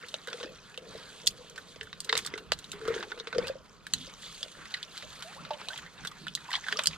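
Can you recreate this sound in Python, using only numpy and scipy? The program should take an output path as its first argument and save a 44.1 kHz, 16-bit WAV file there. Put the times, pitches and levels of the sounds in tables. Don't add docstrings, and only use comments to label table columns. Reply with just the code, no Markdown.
import sys
import numpy as np
from scipy import signal
from scipy.io import wavfile

SR = 44100
rng = np.random.default_rng(int(sys.argv[2]) if len(sys.argv) > 2 else 0)


def to_wav(sig):
    pcm = np.clip(np.atleast_2d(sig), -1, 1) * 32767
    pcm = np.round(pcm).astype(np.int16)
    wavfile.write(sys.argv[1], SR, pcm.T)


N = 307377

# (time [s], leaf rustle [dB], scuffing [dB])
HANDS = [(0.0, -59, -56), (0.1, -56, -58), (0.23, -58, -59), (0.42, -56, -59), (0.58, -62.5, -60.5),
         (0.8, -64, -57), (0.93, -54.5, -57.5), (1.07, -58, -57), (1.5, -61, -66.5), (2.02, -63, -59),
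         (2.07, -58.5, -53), (2.19, -50.5, -62), (2.31, -63, -56), (2.38, -62, -57), (2.42, -65.5, -60),
         (2.7, -59, -58), (2.74, -65, -48.5), (2.8, -63.5, -56.5), (2.95, -51.5, -42.5), (3.04, -60, -46),
         (3.07, -66, -77), (3.11, -58.5, -59), (3.24, -68.5, -59), (3.35, -60.5, -55), (3.49, -59, -49),
         (3.53, -65.5, -61), (3.8, -66.5, -64.5), (4.02, -52, -57.5), (4.12, -58.5, -57), (4.3, -50.5, -60),
         (4.53, -59.5, -61), (4.62, -56.5, -51), (4.88, -59.5, -60), (4.97, -53.5, -54),
         (5.15, -54.5, -54.5), (5.4, -61, -55), (5.71, -55, -52), (5.85, -58.5, -54), (6.0, -60.5, -53.5),
         (6.08, -57.5, -54), (6.22, -61.5, -56), (6.4, -60, -57.5), (6.54, -55, -40.5), (6.6, -60, -58),
         (6.66, -54.5, -49), (6.75, -53.5, -49.5), (6.97, -56.5, -54.5)]
# (time of the firmest grip [s], rubbing level there [dB], length [s])
DRAGS = [(0.154, -55, 0.12), (0.33, -52, 0.12), (0.45, -47.5, 0.16), (0.936, -49, 0.24),
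         (1.254, -54.5, 0.1), (1.37, -60, 0.83), (1.65, -59.5, 0.69), (2.155, -45, 0.15),
         (2.335, -54.5, 0.53), (2.95, -44, 0.31), (3.155, -56, 0.32), (3.421, -40, 0.17),
         (4.276, -53, 0.047), (4.453, -55, 0.098), (4.587, -58, 0.18), (5.082, -62.5, 0.57),
         (5.571, -55, 0.5), (6.796, -53, 0.18)]
DRAG_FALL_DB = 11.5
RUB_REST_DB, DRAG_SCUFF_DB = -75, -5
# (time [s], wind rumble peak [dB], hum peak [dB])
JOLTS = [(0.47, -63, -59), (0.9, -59, -53.5), (1.29, -58, -54.5), (1.8, -58, -73), (2.17, -58.5, -58),
         (2.29, -61, -55), (2.5, -54, -60), (2.721, -59, -54), (2.89, -50, -50.5), (2.97, -70, -65),
         (3.38, -50.5, -44.5), (3.951, -53, -47.5), (4.28, -61.5, -66), (4.6, -63, -55.5), (5.05, -56, -58),
         (5.4, -64, -51), (5.78, -63, -59), (6.02, -61, -52), (6.24, -62, -50.5), (6.58, -65, -76),
         (6.72, -75, -51.5), (6.9, -53, -53)]
JOLT_RISE_S = 0.059

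# (frequency [Hz], relative level [dB per Hz])
RUMBLE_COLOUR = [(15, -31), (25, -5), (113, -7.5), (130, -11), (170, -38), (290, -120)]
# (frequency [Hz], relative level [dB per Hz])
HUM_COLOUR = [(110, -41), (135, -16.5), (160, 5.5), (200, -2), (260, -7), (340, -9), (420, -30)]
# (frequency [Hz], relative level [dB per Hz])
AIR_COLOUR = [(150, -13), (250, -10), (313, -28), (373, 4), (547, -4.5), (586, 3.5), (875, -25.5),
              (1200, 10.5), (1420, -10), (2800, -48)]
# (frequency [Hz], relative level [dB per Hz])
LEAF_COLOUR = [(1180, -26), (2000, -21), (2280, -8.5), (2860, -2), (3550, 6), (4050, 4.5), (5580, -9.5),
               (6200, -1.5), (9170, -9), (13200, -27.5), (16000, -36)]
# (frequency [Hz], relative level [dB per Hz])
BARK_COLOUR = [(440, -52), (750, -12.5), (1400, -6.5), (1650, -7), (1810, -1), (1990, -12.5), (3000, -16),
               (4400, -40)]
# (frequency [Hz], likeness [1 = the same, 0 = unrelated])
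LIKENESS = [(30, 0.82), (130, 0.4), (300, 0.65), (700, 0.86), (1500, 0.76), (4000, 1), (12000, 0.039)]

# (frequency at the middle grip [Hz], width of each filter pole [Hz],
# relative level [dB])
STEM_WALL = [(1080, 150, -0.5), (1380, 140, 2), (1640, 180, 6), (2445, 110, 11), (3400, 200, 7)]
# (time [s], frequency [Hz])
STEM_PITCH = [(0, 491.4), (1.7, 495.3), (2.1, 440.3), (2.75, 420.7), (3.25, 451.6), (3.55, 535), (4.6, 553),
              (6.97, 539.5)]
# (time [s], peak [dB], air column [Hz], time to fade 60 dB [s, at least 0.01])
KNOCKS = [(0.033, -45, 487, 0.1), (0.141, -32.5, 587, 0.016), (0.277, -34.5, 490, 0.047),
          (0.323, -40, 506, 0.035), (0.341, -34.5, 485, 0.054), (0.407, -37, 479, 0.088),
          (0.434, -32, 500, 0.027), (0.447, -36, 334, 0.024), (0.461, -36, 514, 0.03),
          (0.504, -44, 513, 0.056), (0.778, -36.5, 507, 0.04), (1.385, -47, 501, 0.13),
          (1.405, -47.5, 490, 0.15), (1.762, -40.5, 494, 0.0096), (1.809, -45, 436, 0.15),
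          (2.096, -38, 442, 0.2), (2.127, -30.5, 452, 0.099), (2.15, -31.5, 490, 0.037),
          (2.338, -29.5, 417, 0.016), (2.358, -37.5, 429, 0.07), (2.52, -23.5, 544, 0.0097),
          (2.736, -42.5, 410, 0.24), (2.816, -36, 439, 0.21), (2.855, -32, 442, 0.063),
          (2.88, -21, 460, 0.069), (2.902, -22, 457, 0.059), (2.942, -38, 436, 0.044),
          (2.962, -25.5, 442, 0.034), (2.992, -36.5, 433, 0.056), (3.178, -40, 456, 0.066),
          (3.203, -36.5, 460, 0.052), (3.272, -36, 460, 0.033), (3.346, -30.5, 506, 0.15),
          (3.359, -25.5, 452, 0.05), (3.383, -15.5, 486, 0.047), (3.436, -35, 468, 0.093),
          (3.46, -39.5, 532, 0.34), (3.497, -24, 538, 0.066), (3.553, -35.5, 536, 0.065),
          (4.074, -45.5, 542, 0.064), (6.789, -29.5, 592, 0.023)]
# (time [s], peak [dB], ring [Hz], body compared with ring [dB],
# edge compared with ring [dB], time to fade 60 dB [ms, held between 3 and 50])
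SNAPS = [(0.026, -37, 2090, -12, -25, 40), (0.084, -32, 3700, -16, -4, 29),
         (0.1415, -15.5, 3060, 1, -11, 9.6), (0.273, -26, 1560, -3, -3, 18),
         (0.2827, -27.5, 1530, 2, -12, 23), (0.3295, -25, 1560, 16, -8, 20),
         (0.4, -30.5, 1080, 6.5, -20, 40), (0.41, -40, 1520, -5, -25, 25), (0.429, -29, 2780, 11, -17, 48),
         (0.441, -35, 1470, -11, -25, 33), (0.742, -37.5, 2570, 8, -7, 33),
         (0.7755, -25, 2750, 1, -7.5, 17), (1.261, -27, 3500, -14, 10, 33),
         (1.2695, -7, 3400, -7, -1.5, 7.6), (1.2736, -6, 4400, -49, 1, 9), (1.305, -37, 3160, -20, 5, 50),
         (1.497, -36.5, 6160, -14, -4, 28), (1.559, -36.5, 4050, 3, -5, 60),
         (1.5777, -29.5, 1550, -26, -8.5, 40), (1.76, -37, 4430, 5, -10, 20),
         (1.8106, -25, 1820, 12, -14, 14), (1.83, -32.5, 1770, 3, -1.5, 43),
         (1.87, -40, 1460, -19, -25, 45), (1.929, -26.5, 3200, 11, -25, 15),
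         (2.0035, -19.5, 4500, -24, 0.5, 12), (2.045, -31.5, 4000, -14, -1, 30),
         (2.091, -25.5, 1800, -7, -17, 25), (2.0939, -13, 3980, -14, -22, 7.6),
         (2.0957, -17.5, 1880, -22, -30, 15), (2.1263, -14.5, 3400, -2.5, -26, 11),
         (2.1279, -8.5, 1095, 14, -30, 9.6), (2.153, -14.5, 3600, 7, -10, 11),
         (2.168, -20.5, 1470, 20, 11, 36), (2.176, -11, 3650, -8, 7, 11), (2.188, -21, 1870, 12, 8, 28),
         (2.248, -27, 3500, 0, -2, 27), (2.257, -36, 1220, -14, -23, 20), (2.2624, -19, 4350, -21, 0.5, 16),
         (2.273, -25, 3450, 7, -2, 20), (2.3383, -23, 2100, -3, -41, 17.4),
         (2.356, -35, 1500, -10, -20, 36), (2.377, -28, 1420, 9, 0.5, 40),
         (2.5193, -6.5, 3290, 11.5, -1, 8.7), (2.532, -20, 4000, -22, -11, 19),
         (2.589, -30, 3930, -20, 1, 16), (2.642, -32.5, 3740, -29, -10, 15),
         (2.717, -24, 3830, -28, 0.5, 18), (2.731, -33, 1560, 5, -5, 43), (2.813, -37, 1360, -12, -26, 28),
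         (2.852, -32.5, 1380, -2, -12, 51), (2.877, -26, 1360, 0, -8, 60), (2.9405, -26, 1590, 3, -25, 27),
         (2.962, -33.5, 1470, -8, -28, 37), (2.978, -31, 1540, -16, -25, 40),
         (3.006, -31.5, 1580, -3, -32, 40), (3.0266, -25.5, 1560, 7, -33, 39),
         (3.1174, -26, 1566, -7, -35, 23), (3.176, -35, 1400, 5, -12, 36), (3.189, -38, 3470, -17, -9, 40),
         (3.1984, -24.5, 3730, -5, -30, 17), (3.271, -26.5, 1430, 12, -26, 31),
         (3.3274, -24.5, 1480, -18, -29, 22), (3.3472, -31, 1420, 0, -28, 71),
         (3.382, -19, 4340, -1, -15, 16.5), (3.442, -38.5, 1570, -6, -25, 40),
         (3.4699, -24, 3030, 1, -1, 25.5), (3.481, -22.5, 4350, -4.5, -10, 13),
         (3.489, -32.5, 1560, -9, -20, 40), (3.867, -27, 1660, 1, 0, 19), (3.9355, -23, 3430, -7, -12, 8),
         (3.9365, -6.5, 4050, -15, -1.5, 4.6), (3.9367, -24, 1900, 3, -8, 19),
         (4.4293, -18.5, 3530, -6.5, -13, 14), (4.6544, -33, 2060, -7, -10, 32),
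         (4.7401, -20, 3790, -48.5, -32, 19), (4.7427, -23, 1870, -38, -13, 20),
         (4.769, -37, 4030, -28, -21, 40), (4.8286, -22.5, 3400, -14, -10, 17),
         (4.9766, -27, 3840, -3, -7, 20), (5.024, -31.5, 2410, 13, -21, 40),
         (5.223, -28.5, 3150, 11, 4.5, 63), (5.45, -31.5, 1420, 9, -8, 27),
         (5.506, -28.5, 1130, 3.5, -38, 59), (5.533, -32, 3030, -24, -19, 53),
         (5.614, -33, 1300, 2, -24, 22), (5.6854, -19.5, 3800, -28, -13, 12),
         (5.732, -32, 3130, 4, -26, 37), (5.759, -31, 2450, 2, -19, 31),
         (5.7756, -29.5, 3320, -26, -1.5, 27), (5.787, -34.5, 1506, 13, -20, 37),
         (5.862, -36, 1860, -2, -18, 37), (6.036, -37.5, 1500, -20, -16, 44),
         (6.0489, -25, 1540, 4, -3, 42), (6.056, -29.5, 1490, -10, -15, 44),
         (6.0715, -24.5, 3440, -5, -4, 28), (6.114, -35.5, 1190, -9, -9, 34),
         (6.2676, -26.5, 1380, -33, -17, 37), (6.282, -22.5, 2920, -32, -14, 13),
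         (6.351, -12, 3850, -17, -4.5, 11.4), (6.374, -34.5, 1810, -2, -25, 53),
         (6.505, -29.5, 1880, -12, -3, 35), (6.515, -24, 1620, 5, -8, 25), (6.529, -24, 3880, 0, -11, 18),
         (6.531, -20, 3120, -11, -26, 16), (6.5365, -20, 1840, -2, -24, 22),
         (6.539, -22, 1030, -7, -25, 25), (6.544, -21.5, 3020, -12, -16, 20),
         (6.5532, -16.5, 3270, -32, -28, 7.9), (6.554, -20.5, 1990, -10, -25, 32),
         (6.5588, -30, 1070, 6, -22, 27), (6.5645, -25, 3550, -5, -13, 16), (6.639, -32, 1920, -9, -25, 59),
         (6.6652, -29, 1590, -17, -23, 54), (6.684, -19.5, 1540, -5, -13, 17),
         (6.705, -39, 1010, 0, -18, 40), (6.7149, -30, 1950, 8, -22, 40), (6.721, -25.5, 1420, 7, -19, 21),
         (6.7247, -14, 1640, 0, -14, 13), (6.75, -42, 3650, -20, -21, 30), (6.771, -20, 4670, -24, -30, 15),
         (6.789, -21.5, 1080, 4, -4, 26), (6.7918, -11.5, 2750, 16, -7, 11),
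         (6.793, -19, 2720, -9, -20, 17), (6.8359, -20, 3000, -12, 9, 19),
         (6.858, -12.5, 4200, -18, -5, 9.2), (6.8709, -4, 4470, -9, -1, 4.3),
         (6.91, -31, 2380, 18, -28, 38), (6.931, -32.5, 2460, -9, -22, 40)]
# (time [s], length [s], first pitch [Hz], last pitch [Hz],
# lateness of the pitch change [1 = steady, more = later], level before the swell [dB])
BUBBLES = [(0.032, 0.018, 1260, 3300, 2.1, -42), (5.242, 0.091, 630, 934, 1.55, -49.5),
           (5.321, 0.03, 895, 2090, 0.84, -49.5), (5.616, 0.037, 410, 456, 1.4, -52.5),
           (5.66, 0.1, 490, 796, 1.66, -54.5), (6.05, 0.019, 440, 500, 1.5, -46),
           (5.361, 0.038, 714, 1330, 1, -48.5), (5.394, 0.02, 1316, 1410, 1.1, -46),
           (5.508, 0.058, 603, 580, 1.5, -31), (5.51, 0.057, 850, 1570, 6.3, -46),
           (5.674, 0.024, 606, 1510, 1.6, -48), (5.704, 0.018, 1504, 1600, 1.7, -37),
           (5.74, 0.0073, 820, 1010, 1.4, -40), (5.362, 0.043, 550, 543, 1.5, -47),
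           (5.506, 0.015, 760, 980, 0.6, -29), (5.029, 0.04, 556, 653, 0.98, -48),
           (6.489, 0.016, 967, 1190, 2.6, -37), (6.572, 0.024, 720, 1340, 1.55, -45.5),
           (6.725, 0.072, 414, 746, 3.3, -44.5), (6.758, 0.023, 1210, 1410, 3.2, -38),
           (6.801, 0.032, 808, 1740, 1.1, -44), (5.715, 0.035, 1500, 2120, 1.2, -47),
           (6.875, 0.08, 159, 171, 2, -42), (3.375, 0.025, 189, 220, 1.5, -47),
           (3.941, 0.02, 210, 230, 1.5, -50), (3.98, 0.056, 169, 180, 1.5, -49),
           (4.002, 0.06, 255, 270, 1.5, -52), (5.84, 0.044, 165, 178, 1.8, -50),
           (6.215, 0.025, 178, 191, 1.5, -45)]

LEFT_DB, WIND_LEFT_DB = -1.5, -2.5


def from_db(db):
    return 10 ** (np.asarray(db) / 20)


def power_sum(*levels_db):
    return 10 * np.log10(sum(from_db(db) ** 2 for db in levels_db))


def rms_one(x):
    return x / np.sqrt(np.mean(x ** 2) + 1e-20)


def peak_one(x):
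    return x / np.abs(x).max()


def in_time(rows):
    s, *columns = np.transpose(rows)
    return [np.interp(np.arange(N) / SR, s, column) for column in columns]


def at_hz(points, hz):
    table_hz, values = np.transpose(points)
    return np.interp(np.log(hz), np.log(table_hz), values)


def panned(x, left_db):
    return x * from_db([[left_db / 2], [-left_db / 2]])


def add(out, s, sound, left_db):
    i = round(s * SR)
    out[:, i:i + sound.shape[-1]] += panned(sound[..., :N - i], left_db)


def drift(rate_hz):
    step = 40
    r = np.exp(-2 * np.pi * step * rate_hz / SR)
    noise = rng.standard_normal(N // step + 2002)
    slow = signal.lfilter([1], [1, -2 * r, r * r], noise)[2000:]
    return np.interp(np.arange(N) / step, np.arange(len(slow)), rms_one(slow))


def band(x, low_hz, high_hz):
    return signal.sosfilt(signal.butter(2, [low_hz, high_hz], "band", fs=SR, output="sos"), x)


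def resonance(x, hz, width_hz):
    r = np.exp(-np.pi * width_hz / SR)
    turn = 2 * np.pi * hz / SR
    return signal.lfilter([(1 - r * r) / 2, 0, (r * r - 1) / 2], [1, -2 * r * np.cos(turn), r * r], x)


def gliding(loudness, hz, pole_width_hz):
    r = np.exp(-np.pi * pole_width_hz / SR)
    slow = signal.lfilter([1], [1, -2 * r, r * r], loudness * rng.standard_normal((2, N)))
    phase = 2 * np.pi * np.cumsum(hz) / SR
    return rms_one(slow[0] * np.cos(phase) + slow[1] * np.sin(phase))


def coloured(grit, spectrum, patchy_db, rate_hz):
    first_hz, last_hz = max(spectrum[0][0], 20), min(spectrum[-1][0], 17000)
    edges = first_hz * 2 ** np.arange(0, np.log2(last_hz / first_hz), 1 / 3)
    together = drift(rate_hz)
    white = grit * rng.standard_normal((2, 2, N))
    out = 0
    for k, (low, high) in enumerate(zip(edges, edges[1:])):
        mid, side = band(white[k % 2], low, high)
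        hz = np.sqrt(low * high)
        alike = np.clip(at_hz(LIKENESS, hz), -1, 1)
        gain = from_db(at_hz(spectrum, hz) + patchy_db * (together + drift(rate_hz)))
        out = out + gain * (np.sqrt(1 + alike) * mid + np.sqrt(1 - alike) * side * [[1], [-1]])
    return rms_one(out)


def uneven_sizes(spread_db):
    return from_db(spread_db * np.minimum(rng.exponential(1, N), 4))


def crackle(per_s, spread_db, fade_s, smooth):
    contacts = uneven_sizes(spread_db) * (rng.random(N) < per_s / SR)
    return smooth + signal.lfilter([1], [1, -np.exp(-1 / (fade_s * SR))], contacts)


def shaken(rest_db, peaks_db, t60_s):
    t = np.arange(0, N / SR, 0.002)
    lifts = []
    for (s, *_), peak_db in zip(JOLTS, peaks_db):
        rise = 20 * (s - t) / JOLT_RISE_S
        fall = 60 * (t - s) / t60_s
        lifts.append(peak_db - np.minimum(np.maximum(rise, fall), 90))
    return in_time(np.transpose([t, power_sum(rest_db, *lifts)]))[0]


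def wind():
    _, rumble_db, _ = np.transpose(JOLTS)
    level_db = shaken(-68, rumble_db, t60_s=0.71)
    return from_db(level_db) * coloured(1, RUMBLE_COLOUR, patchy_db=1.0, rate_hz=14.0)


def hum():
    _, _, hum_db = np.transpose(JOLTS)
    level_db = shaken(-61, hum_db, t60_s=0.59)
    return from_db(level_db) * coloured(1, HUM_COLOUR, patchy_db=0.5, rate_hz=1.95)


def air():
    return from_db(-62) * coloured(1, AIR_COLOUR, patchy_db=0.8, rate_hz=8.7)


def leaves(leaf_db):
    rustle = coloured(crackle(82, 3.4, 0.0036, 2.5), LEAF_COLOUR, patchy_db=2.0, rate_hz=6.1)
    fine_db = -78.5 + 1.05 * (leaf_db - leaf_db.mean())
    fine = rms_one(band(crackle(67, 4.5, 0.006, 1.1) * rng.standard_normal((2, N)), 8500, 14000))
    return from_db(leaf_db + 3.5) * rustle + from_db(fine_db) * fine


def bark(scuff_db):
    return from_db(scuff_db - 0.5) * coloured(1, BARK_COLOUR, patchy_db=3.5, rate_hz=10.4)


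def flecks(per_s, low_hz, high_hz, cycles, spread_db):
    sizes = uneven_sizes(spread_db) * rng.choice([-1, 1], N)
    clicks = sizes * (rng.random(N) < per_s * from_db(4 * drift(8)) / SR)
    dealt = rng.integers(0, 14, N)
    pitches = np.geomspace(low_hz, high_hz, 14)
    return rms_one(sum(resonance(clicks * (dealt == k), hz, hz / cycles) for k, hz in enumerate(pitches)))


def scuffs():
    contacts = crackle(150, 6.5, 0.0018, 0.39)
    out = 0
    for hz, pole_width_hz, db in STEM_WALL:
        moving_hz = hz * (1 + 0.09 * drift(7.0))
        out = out + from_db(db) * gliding(contacts, moving_hz, pole_width_hz)
    return rms_one(out)


def drags():
    t = np.arange(0, N / SR, 0.002)
    swells = [db - DRAG_FALL_DB * np.minimum(2 * abs(t - s) / length, 8) for s, db, length in DRAGS]
    return in_time(np.transpose([t, power_sum(*swells)]))[0]


def stem(rub_db):
    grit = crackle(60, 0.33, 0.0049, 0.38)
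    murmur = gliding(grit, in_time(STEM_PITCH)[0], pole_width_hz=196)
    out = panned(from_db(rub_db) * murmur, LEFT_DB)
    t = np.arange(SR // 8) / SR
    for s, db, hz, t60_s in KNOCKS:
        swell = (1 - np.exp(-(t / 0.003) ** 2)) * from_db(-60 * t / max(t60_s, 0.01))
        add(out, s, from_db(db) * np.sin(2 * np.pi * hz * t) * swell / swell.max(), LEFT_DB)
    return out


def twigs():
    out, t = np.zeros((2, N)), np.arange(SR // 24) / SR
    opposite = np.array([[1], [-1]])
    for s, db, hz, body_db, edge_db, t60_ms in SNAPS:
        noise, other, size = rng.standard_normal((3, len(t)))
        t60_s = np.clip(t60_ms, 3, 50) / 1000
        shape = from_db(-60 * t / t60_s) * (1 - np.exp(-(t / 0.00027) ** 2))
        shape *= 1 + 0.5 * np.exp(-t / 0.0003)
        burst = noise * shape * from_db(2.95 * size)
        ring = peak_one(resonance(resonance(burst, hz, hz / 7.5), hz, hz / 0.95))
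        body = peak_one(band(band(burst, 1060, 3950), 440, 8300))
        middle = peak_one(band(band(burst, 2770, 3890), 760, 9200))
        sharp = band(burst + 63.0 * other * shape * opposite, 5320, 8660)
        edge = peak_one(sharp * from_db([[-3.5], [0]]))
        fine = peak_one(band((other + 0.81 * size * opposite) * shape ** 0.22, 6000, 14000))
        fine_db = edge_db - 15.0 - 0.12 * (db + 19)
        sound = ring + from_db(body_db) * body + from_db(-8.0) * middle
        sound = sound + from_db(edge_db) * edge + from_db(fine_db) * fine
        add(out, s, from_db(db) * peak_one(sound), LEFT_DB)
    return out


def water():
    out = np.zeros((2, N))
    waver_db = 1.5 * drift(60)
    for s, length, first_hz, last_hz, late, db in BUBBLES:
        u = np.linspace(0, 1, round(length * SR))
        hz = first_hz + (last_hz - first_hz) * u ** late
        ratio = first_hz / last_hz
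        rise = np.minimum(u / (0.028 + 0.2 * abs(1 - ratio)), 1)
        fade_db = 16 * ratio ** 4.1 * u
        swell = rise * (1 - u ** 7.4) * from_db(waver_db[round(s * SR):][:len(u)] - fade_db)
        add(out, s, from_db(db) * swell * np.sin(2 * np.pi * np.cumsum(hz) / SR), LEFT_DB)
    return out


def thicket(x, t60_s, dull_hz):
    t = np.arange(SR // 6) / SR
    tail = rng.standard_normal((2, len(t))) * from_db(-60 * t / t60_s) * np.minimum(t / 0.00078, 1)
    tail = band(tail, 540, dull_hz)
    tail /= np.sqrt(np.sum(tail ** 2, axis=1, keepdims=True))
    return signal.fftconvolve(x, tail, axes=1)[:, :N]


def scene():
    leaf_db, hand_scuff_db = in_time(HANDS)
    drag_db = drags()
    scuff_db = power_sum(hand_scuff_db, drag_db + DRAG_SCUFF_DB)
    rub_db = power_sum(RUB_REST_DB, drag_db)
    far = panned(wind() + hum(), WIND_LEFT_DB)
    around = panned(air() + leaves(leaf_db) + bark(scuff_db), LEFT_DB)
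    ticks = from_db(leaf_db - 2.0) * flecks(500, 1343, 6310, cycles=14.5, spread_db=5.0)
    wall = from_db(scuff_db - 8.5) * scuffs()
    near = ticks + wall + stem(rub_db) + twigs() + water()
    near = near + from_db(-9.5) * thicket(near, t60_s=0.053, dull_hz=10600)
    return near + around + far


def record(dry):
    lag = 2
    left = np.concatenate([np.zeros(lag), dry[0, :-lag]])
    top_cut = signal.cheby2(12, 70, 16200, fs=SR, output="sos")
    return signal.sosfilt(top_cut, np.stack([left, dry[1]]))


dry = scene()
out = record(dry)
to_wav(out)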